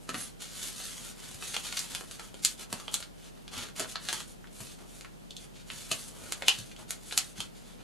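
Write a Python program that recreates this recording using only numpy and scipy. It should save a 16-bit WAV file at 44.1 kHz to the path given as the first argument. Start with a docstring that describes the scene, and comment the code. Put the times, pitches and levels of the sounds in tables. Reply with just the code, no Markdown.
"""Folding a sheet of paper on a table

Two hands turn a sheet, fold a flap over and press it flat, close to the listener.
Shaped noise makes the sharp snaps of the buckling sheet, its sliding rustle, a thin squeak and fingertip knocks.
A small quiet room answers with an echo and a short tail, over soft hiss, a low drone and a faint buzz."""
import sys
import numpy as np
from scipy import signal
from scipy.fft import rfft, irfft, next_fast_len
from scipy.io import wavfile
from scipy.ndimage import uniform_filter1d

SR = 44100
rng = np.random.default_rng(int(sys.argv[2]) if len(sys.argv) > 2 else 0)


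def log_audio(samples):
    """Write samples as a 16-bit WAV file to the path given in sys.argv[1]."""
    # one column per channel
    frames = np.atleast_2d(samples).T
    # limit to full scale, then quantise
    limited = np.clip(frames, -1, 1)
    pcm = np.round(limited * 32767).astype(np.int16)
    wavfile.write(sys.argv[1], SR, pcm)


N = 345303  # length of the scene in samples

# resonances of the folded sheet: (frequency [Hz], width [Hz], lift [dB])
SHEET = [(1424, 430, 4.5), (2150, 200, 1.5), (3024, 160, 2.5), (3400, 260, 2), (4370, 560, 3),
         (6650, 1280, 3), (7130, 490, 0.5), (10640, 860, 3)]


def amp(db):
    """Turns decibels into a plain factor."""
    return 10 ** (np.asarray(db) / 20)


def unit(x):
    """Scales a sound to an rms level of one."""
    return x / np.sqrt(np.mean(x ** 2) + 1e-20)


def read(points, hz):
    """Reads a curve joined by straight lines on a log-frequency axis."""
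    f, value = np.transpose(points)
    return np.interp(np.log(hz + 1), np.log(f + 1), value)


def add(mix, s, sound):
    """Adds a sound to the mix from time s in seconds, cut off at the end of the mix."""
    start = max(round(s * SR), 0)
    part = mix[start:][:len(sound)]
    part += sound[:len(part)]


def tint(x, points):
    """Filters a long sound by a spectrum in dB."""
    size = next_fast_len(len(x))
    gain = amp(read(points, np.fft.rfftfreq(size, 1 / SR)))
    return irfft(rfft(x, size) * gain, size)[:len(x)]


def causal(db):
    """Makes the impulse response that rings only after the blow and has these gains."""
    log_gain = np.log(amp(np.r_[db, db[-2:0:-1]]))
    return np.fft.ifft(np.exp(np.conj(signal.hilbert(log_gain)))).real


def lift_db(resonances, hz):
    """Adds up the peaks and hollows that a list of resonances gives."""
    return sum(db / (1 + (2 * (hz - f) / width) ** 2) for f, width, db in resonances)


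def slant_db(tilt_db, arch_db, hz, pivot_hz=2500, range_hz=(350, 9000)):
    """Tilt turns the colour brighter about the pivot; arch takes away both bass and treble."""
    octaves = np.log2(np.clip(hz, *range_hz) / pivot_hz)  # levels off outside the range
    return tilt_db * octaves - arch_db * octaves ** 2


def stereo(mid, side):
    """Makes two ears from what they share (mid) and what sets them apart (side)."""
    return np.array([mid + side, mid - side])


def hum(lines, waver=0.56):
    """Steady tones whose phase wanders slowly; waver is the spread of the wander in radians."""
    t = np.arange(N) / SR
    knots = np.arange(0, t[-1] + 1, .5)
    total = np.zeros(N)
    for hz, db in lines:
        wander = np.interp(t, knots, waver * rng.standard_normal(len(knots)))
        phase = wander + 2 * np.pi * rng.random()
        total += np.sqrt(2) * amp(db) * np.sin(2 * np.pi * hz * t + phase)
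    return total


def background(air_db=-55.5, side_db=-1.0):
    """Room air and microphone hiss are coloured noise, with a low drone and a faint buzz."""
    # colour of the still room and the hiss: (frequency [Hz], relative level [dB])
    still = [(20, -16), (32, -1), (55, -9.5), (85, -4.5), (125, -1.5), (220, 0), (330, -7.5), (520, -9),
             (750, -12), (1100, -18), (2200, -22), (3100, -20.5), (5500, -24.5), (14500, -28)]
    # stereo width of that noise, before the side_db trim: (frequency [Hz], side gain [dB])
    still_side = [(60, 5.5), (110, -1), (200, 3), (370, 7), (690, 5.5), (1260, 5.5), (2320, 4), (4270, -1),
                  (7850, -1), (14400, 1)]
    # drone, alike in both ears: (frequency [Hz], rms level [dB])
    drone = [(42.3, -61.5), (195, -88)]
    # buzz, opposed in the two ears: (frequency [Hz], rms level [dB])
    buzz = [(135, -69), (165, -52.5), (195, -74), (225, -84), (345, -64), (375, -72), (435, -65.5)]
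    air_mid, air_side = (amp(air_db) * unit(tint(rng.standard_normal(N), still)) for _ in range(2))
    mid = air_mid + hum(drone)
    side = amp(side_db) * tint(air_side, still_side) + hum(buzz)
    return stereo(mid, side)


def room(x, wet_db=-4, echo_s=.0108, echo_db=-13, onset_s=0.00017, half_turns_per_s=3.1, count=6, size=16384):
    """One clear echo from a near wall, and a short diffuse tail that keeps changing."""
    # time for the tail to fall by 60 dB: (frequency [Hz], decay time [s])
    room_t60 = [(150, 0.37), (400, 0.14), (1000, 0.23), (3000, 0.17), (7500, 0.14), (13000, 0.08)]
    # stereo width of the tail: (frequency [Hz], side gain [dB])
    room_side = [(60, 0), (200, -21), (400, -2), (800, -5), (2500, -4), (8000, -4.5), (14000, 5)]
    mid, side = np.zeros((2, N))
    add(mid, echo_s, amp(echo_db) * x)
    for k in range(count):
        # each pair of tails trades places at constant power; later pairs do so faster
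        turn = half_turns_per_s * np.arange(N) / SR * (1 + k // 2) + k / 2
        weight = np.sqrt(2 / count) * np.cos(np.pi * turn)
        # a tail is noise that dies away at its own pace in each frequency band
        hz, t, bands = signal.stft(rng.standard_normal((2, size)), SR, nperseg=128)
        decay = amp(-60 * t / read(room_t60, hz)[:, None])
        tails = signal.istft(bands * decay, SR, nperseg=128)[1]
        tails = tails * (1 - np.exp(-np.arange(tails.shape[1]) / SR / onset_s))
        tails = amp(wet_db) * tails / np.linalg.norm(tails[0])
        wet = signal.oaconvolve((x * weight)[None], tails, axes=1)
        mid, side = mid + wet[0, :N], side + wet[1, :N]
    return stereo(mid, tint(side, room_side))


def bumps(rise_s=0.0023, fall_s=0.014, breadth=1.38, level_db=-4, size=6000):
    """A soft fingertip gives the table a short dull knock: a swell of noise without a clear pitch."""
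    # fingertips land on the table: (time [s], level before the level_db trim [dB], centre [Hz])
    landings = [(.091, -40.5, 190), (.143, -38.5, 198), (1.347, -44, 131), (1.935, -47, 140),
                (2.727, -40, 189), (3.572, -41.5, 155), (3.795, -36.5, 280), (4.602, -42.5, 146),
                (5.724, -45, 130), (5.915, -43, 140), (6.584, -41.5, 142), (7.384, -40.5, 145)]
    t, out = np.arange(size) / SR, np.zeros(N)
    swell = (1 - np.exp(-t / rise_s)) * np.exp(-t / fall_s)
    for s, db, hz in landings:
        band = signal.butter(2, [hz / breadth, hz * breadth], "band", fs=SR, output="sos")
        # the first half of the noise only lets the filter settle
        noise = signal.sosfilt(band, rng.standard_normal(2 * size))[size:]
        add(out, s, amp(db + level_db) * unit(swell * noise) / unit(swell).max())
    return out


def squeak(pitch_hz=10780, width_hz=380):
    """A dragging fingertip sticks and slips fast and unevenly: narrow noise gives a fuzzy high whistle."""
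    # loudness of the squeak, silent outside these times: (time [s], rms level [dB])
    squeak_level = [(.14, -62), (.16, -53), (.2, -55), (.225, -46.5), (.275, -59), (.3, -74)]
    band = signal.butter(2, [pitch_hz - width_hz / 2, pitch_hz + width_hz / 2], "band", fs=SR, output="sos")
    level = np.interp(np.arange(N) / SR, *np.transpose(squeak_level), left=-np.inf, right=-np.inf)
    return amp(level) * unit(signal.sosfilt(band, rng.standard_normal(N)))


def friction(grains_per_s=1500, spread_db=3.0, smooth=0.46):
    """Countless fibres catch and let go: a fine hiss with larger grains; smooth is the hiss's energy share."""
    size = amp(spread_db * np.minimum(rng.exponential(1, N), 5))
    happens = rng.random(N) < grains_per_s / SR
    grains = size * happens * rng.choice([-1, 1], N)
    return np.sqrt(smooth) * unit(rng.standard_normal(N)) + np.sqrt(1 - smooth) * unit(grains)


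def strokes(push_power=0.99, ease_power=1.62, lowest_hz=900):
    """Each stroke speeds up and slows to rest; its friction grows with the speed."""
    # paper slides on table and skin: (start [s], speeding up [s], slowing down [s],
    # level before colouring [dB], tilt [dB/octave], arch [dB/octave squared])
    slides = [(0.002, 0.016, 0.107, -62, 0, -2.3), (0.111, 0.091, 0.13, -41.5, 0.7, -0.3),
              (0.389, 0.026, 0.16, -41.5, 1.8, 1.3), (0.501, 0.177, 0.058, -39, 2.6, 0.5),
              (0.694, 0.16, 0.15, -40.0, 2.5, 0.8), (0.918, 0.15, 0.083, -43, 1.0, -0.1),
              (1.125, 0.14, 0.2, -45.5, 0.3, 0.2), (1.385, 0.094, 0.273, -40.0, 2, 0.5),
              (1.629, 0.032, 0.064, -37, 1.1, 1.8), (1.679, 0.12, 0.14, -39.0, 1.3, 0.5),
              (1.889, 0.033, 0.19, -43.5, 0, -0.7), (2.056, 0.086, 0.057, -48, 0.8, 0),
              (2.176, 0.031, 0.14, -48, 0, 0.2), (2.338, 0.057, 0.03, -51.5, 2, 1),
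              (2.418, 0.024, 0.14, -40.5, 3, 0.2), (2.57, 0.042, 0.048, -41.5, -0.2, 0.1),
              (2.685, 0.036, 0.31, -48, -1, -0.5), (2.906, 0.04, 0.15, -46.5, 2, 0),
              (3.149, 0.12, 0.048, -50.5, 0.4, 1.5), (3.345, 0.04, 0.036, -55.0, -3, 1.5),
              (3.509, 0.046, 0.18, -34.5, -1.1, 1.05), (3.75, 0.054, 0.069, -34.5, -0.3, 0.5),
              (3.858, 0.056, 0.044, -42.5, 1.2, 0.1), (3.981, 0.18, 0.11, -37.5, 0.5, 0.7),
              (4.248, 0.051, 0.061, -55, 1.5, -1.0), (4.498, 0.15, 0.021, -49.5, 1.0, -1),
              (4.651, 0.029, 0.118, -48.5, 2.1, 0.7), (4.774, 0.024, 0.077, -51.5, -4.2, -1.1),
              (4.841, 0.128, 0.107, -54, 2.0, 0), (5.365, 0.058, 0.064, -50.0, 1.4, 0.7),
              (5.532, 0.043, 0.081, -48.5, 2.5, 3.5), (5.649, 0.14, 0.19, -43.5, 1.5, 0.5),
              (5.888, 0.094, 0.17, -46.0, 1.3, -1.0), (6.087, 0.2, 0.202, -47, -2.2, -1.6),
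              (6.429, 0.097, 0.12, -38.5, 3, 3), (6.568, 0.023, 0.2, -51.5, 1.6, 0.2),
              (6.775, 0.026, 0.051, -46.5, -3.5, -1.2), (6.877, 0.021, 0.12, -46.5, 0.2, -0.3),
              (6.985, 0.2, 0.18, -46.5, 2.1, -0.3), (7.349, 0.038, 0.12, -43, 0, 0.9),
              (7.53, 0.034, 0.121, -54, 1.3, 1.5), (7.628, 0.083, 0.062, -51.5, -1.5, 0),
              (7.777, 0.02, 0.044, -50.5, -4, 2.5)]
    fibres, out = friction(), np.zeros(N)
    hz = np.fft.rfftfreq(512, 1 / SR)
    for s, rise_s, fall_s, db, tilt_db, arch_db in slides:
        start = max(round(s * SR), 0)
        grain = fibres[start:][:round((rise_s + fall_s) * SR)]
        t = np.arange(len(grain)) / SR
        progress = np.interp(t, [0, rise_s, rise_s + fall_s], [0, .5, 1])
        speed = abs(np.sin(np.pi * progress))
        loudness = speed ** np.where(t < rise_s, push_power, ease_power)
        # the slant stays flat below lowest_hz
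        colour = db + slant_db(tilt_db, arch_db, np.maximum(hz, lowest_hz))
        add(out, s, signal.fftconvolve(grain * loudness, causal(colour)))
    return out


def rustle(judder_db=1.52, judder_hz=70, level_db=-1, resting_db=-66):
    """Friction noise follows the strokes, judders with the fingers' grip and passes through the sheet."""
    # colour of sliding: (frequency [Hz], gain [dB])
    rub_colour = [(40, -20.5), (130, 2.5), (220, 1), (420, -3), (900, -3.5), (2000, -3.5), (3600, 0),
                  (5300, -3), (9000, -1), (12000, -6.5), (15000, -24.5)]
    # stereo width of the rustle: (frequency [Hz], side gain [dB])
    rub_side = [(60, 4), (200, 1), (400, -4), (700, -9), (1300, -11), (4300, -11), (8000, -14),
                (14000, -13)]
    low_pass = signal.butter(2, judder_hz, fs=SR, output="sos")
    judder = unit(signal.sosfilt(low_pass, rng.standard_normal(N)))
    hz = np.fft.rfftfreq(2048, 1 / SR)
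    body = causal(lift_db(SHEET, hz) + read(rub_colour, hz))
    pair = []  # what both ears share, and what sets them apart
    for _ in range(2):
        sliding = strokes() + amp(resting_db) * friction()  # resting fingers never lie quite still
        pair.append(signal.oaconvolve(sliding * amp(level_db + judder_db * judder), body)[:N])
    return pair[0], tint(pair[1], rub_side)


def snaps(crack_s=0.00068, flutter_s=0.009, flutter_db=-3, crinkle_db=4, lead_s=0.01, lead_db=-18.5,
          bend_q=4, hollow=0.54, size=2048):
    """The sheet pops through in a crack, then flutters unevenly to rest."""
    # the sheet buckles or slaps: (time [s], strength before colouring [dB], tilt [dB/octave],
    # arch [dB/octave squared], energy share of the crack [0-1], ring of the bend [Hz], lift of that ring [dB])
    buckles = [(0.0915, -1.5, -3.5, 1.5, 0.4, 1510, 4), (0.1432, -0.5, -4.5, 1.9, 0.16, 1475, 4.5),
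               (0.8011, -13, -0.2, 0.4, 0.3, 730, 7), (1.343, -13, 1, 2.0, 0.06, 4450, 2),
               (1.424, -5.0, -3.9, 3.1, 0.4, 2400, 1), (1.5423, 3, -0.7, 4, 0.2, 420, 11),
               (1.565, 0.5, -2.5, 2.3, 0.9, 3020, 9.5), (1.725, -3.5, -0.5, 3.5, 0.7, 756, 12),
               (1.7692, 1.5, 1.5, 2.5, 0, 3040, 4), (1.792, -9.5, 7.0, 3, 0.8, 5600, 9),
               (1.949, 0.5, 1.0, 3.5, 0.6, 3180, 3), (2.0093, -13, -5.5, 1.5, 0.9, 730, -0.5),
               (2.1111, -11, 1, 2, 0.34, 2790, 1), (2.195, -8, -4, 2, 0.08, 1250, 3.5),
               (2.3424, -16.5, -3.5, 0.2, 0.4, 3250, 6), (2.4487, 5.0, 11, 5.5, 0.66, 1190, 10.5),
               (2.7272, -4, -1, -0.1, 0.9, 890, 6), (2.799, -11.5, -3, 1, 0.32, 1140, 6),
               (2.8803, -6.5, -7, 3.5, 0.92, 3250, 12), (2.9412, 2, 3.5, 2, 0.53, 3250, 6),
               (3.003, -15, -0.5, -0.1, 0.55, 760, 6), (3.0255, -7, -0.5, 6, 0.6, 4440, 5),
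               (3.479, -12.5, -0.5, 4.5, 0.77, 3230, 3), (3.796, -0.5, -1.1, -0.1, 0.26, 590, 9),
               (3.8455, -12, -8.5, 3.5, 1, 1420, 1), (3.9568, 1.0, -5, 4.5, 0.95, 4340, 7.5),
               (4.0866, 1.5, -0.5, 3.5, 0.6, 3930, 4), (4.0909, -3, -2, 2, 0.4, 740, 5),
               (4.128, 0, -0.9, 0.5, 0.46, 905, 7.5), (4.2037, -10, -1.6, 2, 0.87, 400, 4),
               (4.4421, -22.5, -13, 6.4, 0.92, 1760, 4), (4.4718, -23.0, -1.5, 4.8, 0.92, 3230, 3),
               (4.6042, -13.5, -1, -0.6, 0.13, 4300, -4), (5.0095, -16.5, 0.5, 2.5, 0.9, 2550, 3.5),
               (5.047, -13, -4.5, 3.5, 0.3, 540, 4), (5.307, -17, 7.5, 7, 0.77, 3460, 11),
               (5.366, -17, 9, 6, 0.8, 3430, 10.5), (5.701, -4.5, -3.5, 7, 1, 2950, 6),
               (5.914, 5.5, -0.9, 1.1, 0.1, 2730, 9), (6.0793, -20, 1.0, -1.3, 0.1, 4300, 0),
               (6.3221, -3, -0.1, 0.5, 0.98, 2980, 2), (6.422, -3, -5.5, 1.5, 0.68, 2320, 7.5),
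               (6.4826, 13.5, -1, 2.5, 1, 2885, 11), (6.587, -12.5, 6.5, 4.4, 0.3, 4300, 0),
               (6.7143, -14.5, 0, 4.6, 0.2, 2600, 6), (6.7633, -17.5, 0.5, 4, 0.5, 3040, 4),
               (6.9065, -6, 2.5, 0.9, 0.8, 720, 10), (7.1106, -5, -0.5, 13, 0.9, 2190, -2),
               (7.1244, -3.5, -2.3, 2.0, 0.73, 3900, 5.5), (7.1765, 6.5, 5, 3, 1, 760, 14),
               (7.4039, -2.5, -1.0, 2.1, 0.64, 3220, 12)]
    # colour of snapping: (frequency [Hz], gain [dB])
    snap_colour = [(40, -11), (150, -9.5), (400, 5), (1000, -1.5), (3000, -1.5), (4400, 0.5), (5400, -2.5),
                   (8000, 3.5), (11500, -1.5), (15000, -20)]
    t, hz, out = np.arange(size) / SR, np.fft.rfftfreq(size, 1 / SR), np.zeros(N)
    half = size // 2  # the crack comes this many samples into the blow
    for s, db, tilt_db, arch_db, share, ring_hz, ring_db in buckles:
        crack_noise, sheet_noise, crinkle_noise = rng.standard_normal((3, size))
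        share = np.clip(share, .02, .98)

        # the crack holds all frequencies about equally, scattered over a few milliseconds
        burst = rfft(np.roll(crack_noise * t * np.exp(-t / crack_s), half))
        brief = np.exp(-((t - t[half] - crack_s) / (4 * crack_s)) ** 2)
        crack = unit(brief * irfft(burst / abs(burst))) / np.sqrt(size)

        # the flutter dies away, roughened by small crinkles
        crinkle = amp(crinkle_db * unit(uniform_filter1d(crinkle_noise, size=45)))
        fade = (1 - np.exp(-t / crack_s)) * np.exp(-t / flutter_s)
        flutter = unit(sheet_noise * crinkle * fade) / np.sqrt(size)

        # a faint noise swells into the crack
        lead = unit(sheet_noise * np.exp(-t / lead_s))[half - 1::-1] / np.sqrt(size)

        blow = np.sqrt(share) * np.pad(crack, (0, half))
        blow[half:] += amp(flutter_db) * np.sqrt(1 - share) * flutter
        blow[:half] += amp(lead_db) * lead

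        # a snap rings with the whole sheet and with the bend that gave way;
        # the bend has one broad peak and a hollow at a share of its pitch
        width_hz = ring_hz / bend_q
        bend = [(ring_hz, width_hz, ring_db), (hollow * ring_hz, width_hz, -ring_db)]
        colour = db + slant_db(tilt_db, arch_db, hz) + read(snap_colour, hz) + lift_db([*SHEET, *bend], hz)
        add(out, s - size / 2 / SR, signal.fftconvolve(blow, causal(colour)))
    return out


def scene():
    """Puts paper and fingers in the middle, with the room around them."""
    rub_mid, rub_side = rustle()
    hands = snaps() + rub_mid + squeak() + bumps()
    return background() + room(hands) + stereo(hands, rub_side)


def record(dry, edge_hz=14600, ceiling=.85):
    """The highest treble is dulled and the tallest peaks are rounded off; then the band limit."""
    top = [(20, -1.5), (11500, 0), (12600, -0.5), (13500, -4.0), (14600, -12)]  # (frequency [Hz], gain [dB])
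    coloured = np.array([tint(channel, top) for channel in dry])
    rounded = coloured / (1 + (coloured / ceiling) ** 4) ** .25
    low_pass = signal.firwin(511, edge_hz, window=("kaiser", 9), fs=SR)
    return signal.oaconvolve(rounded, low_pass[None], "same")


dry = scene()
out = record(dry)
log_audio(out)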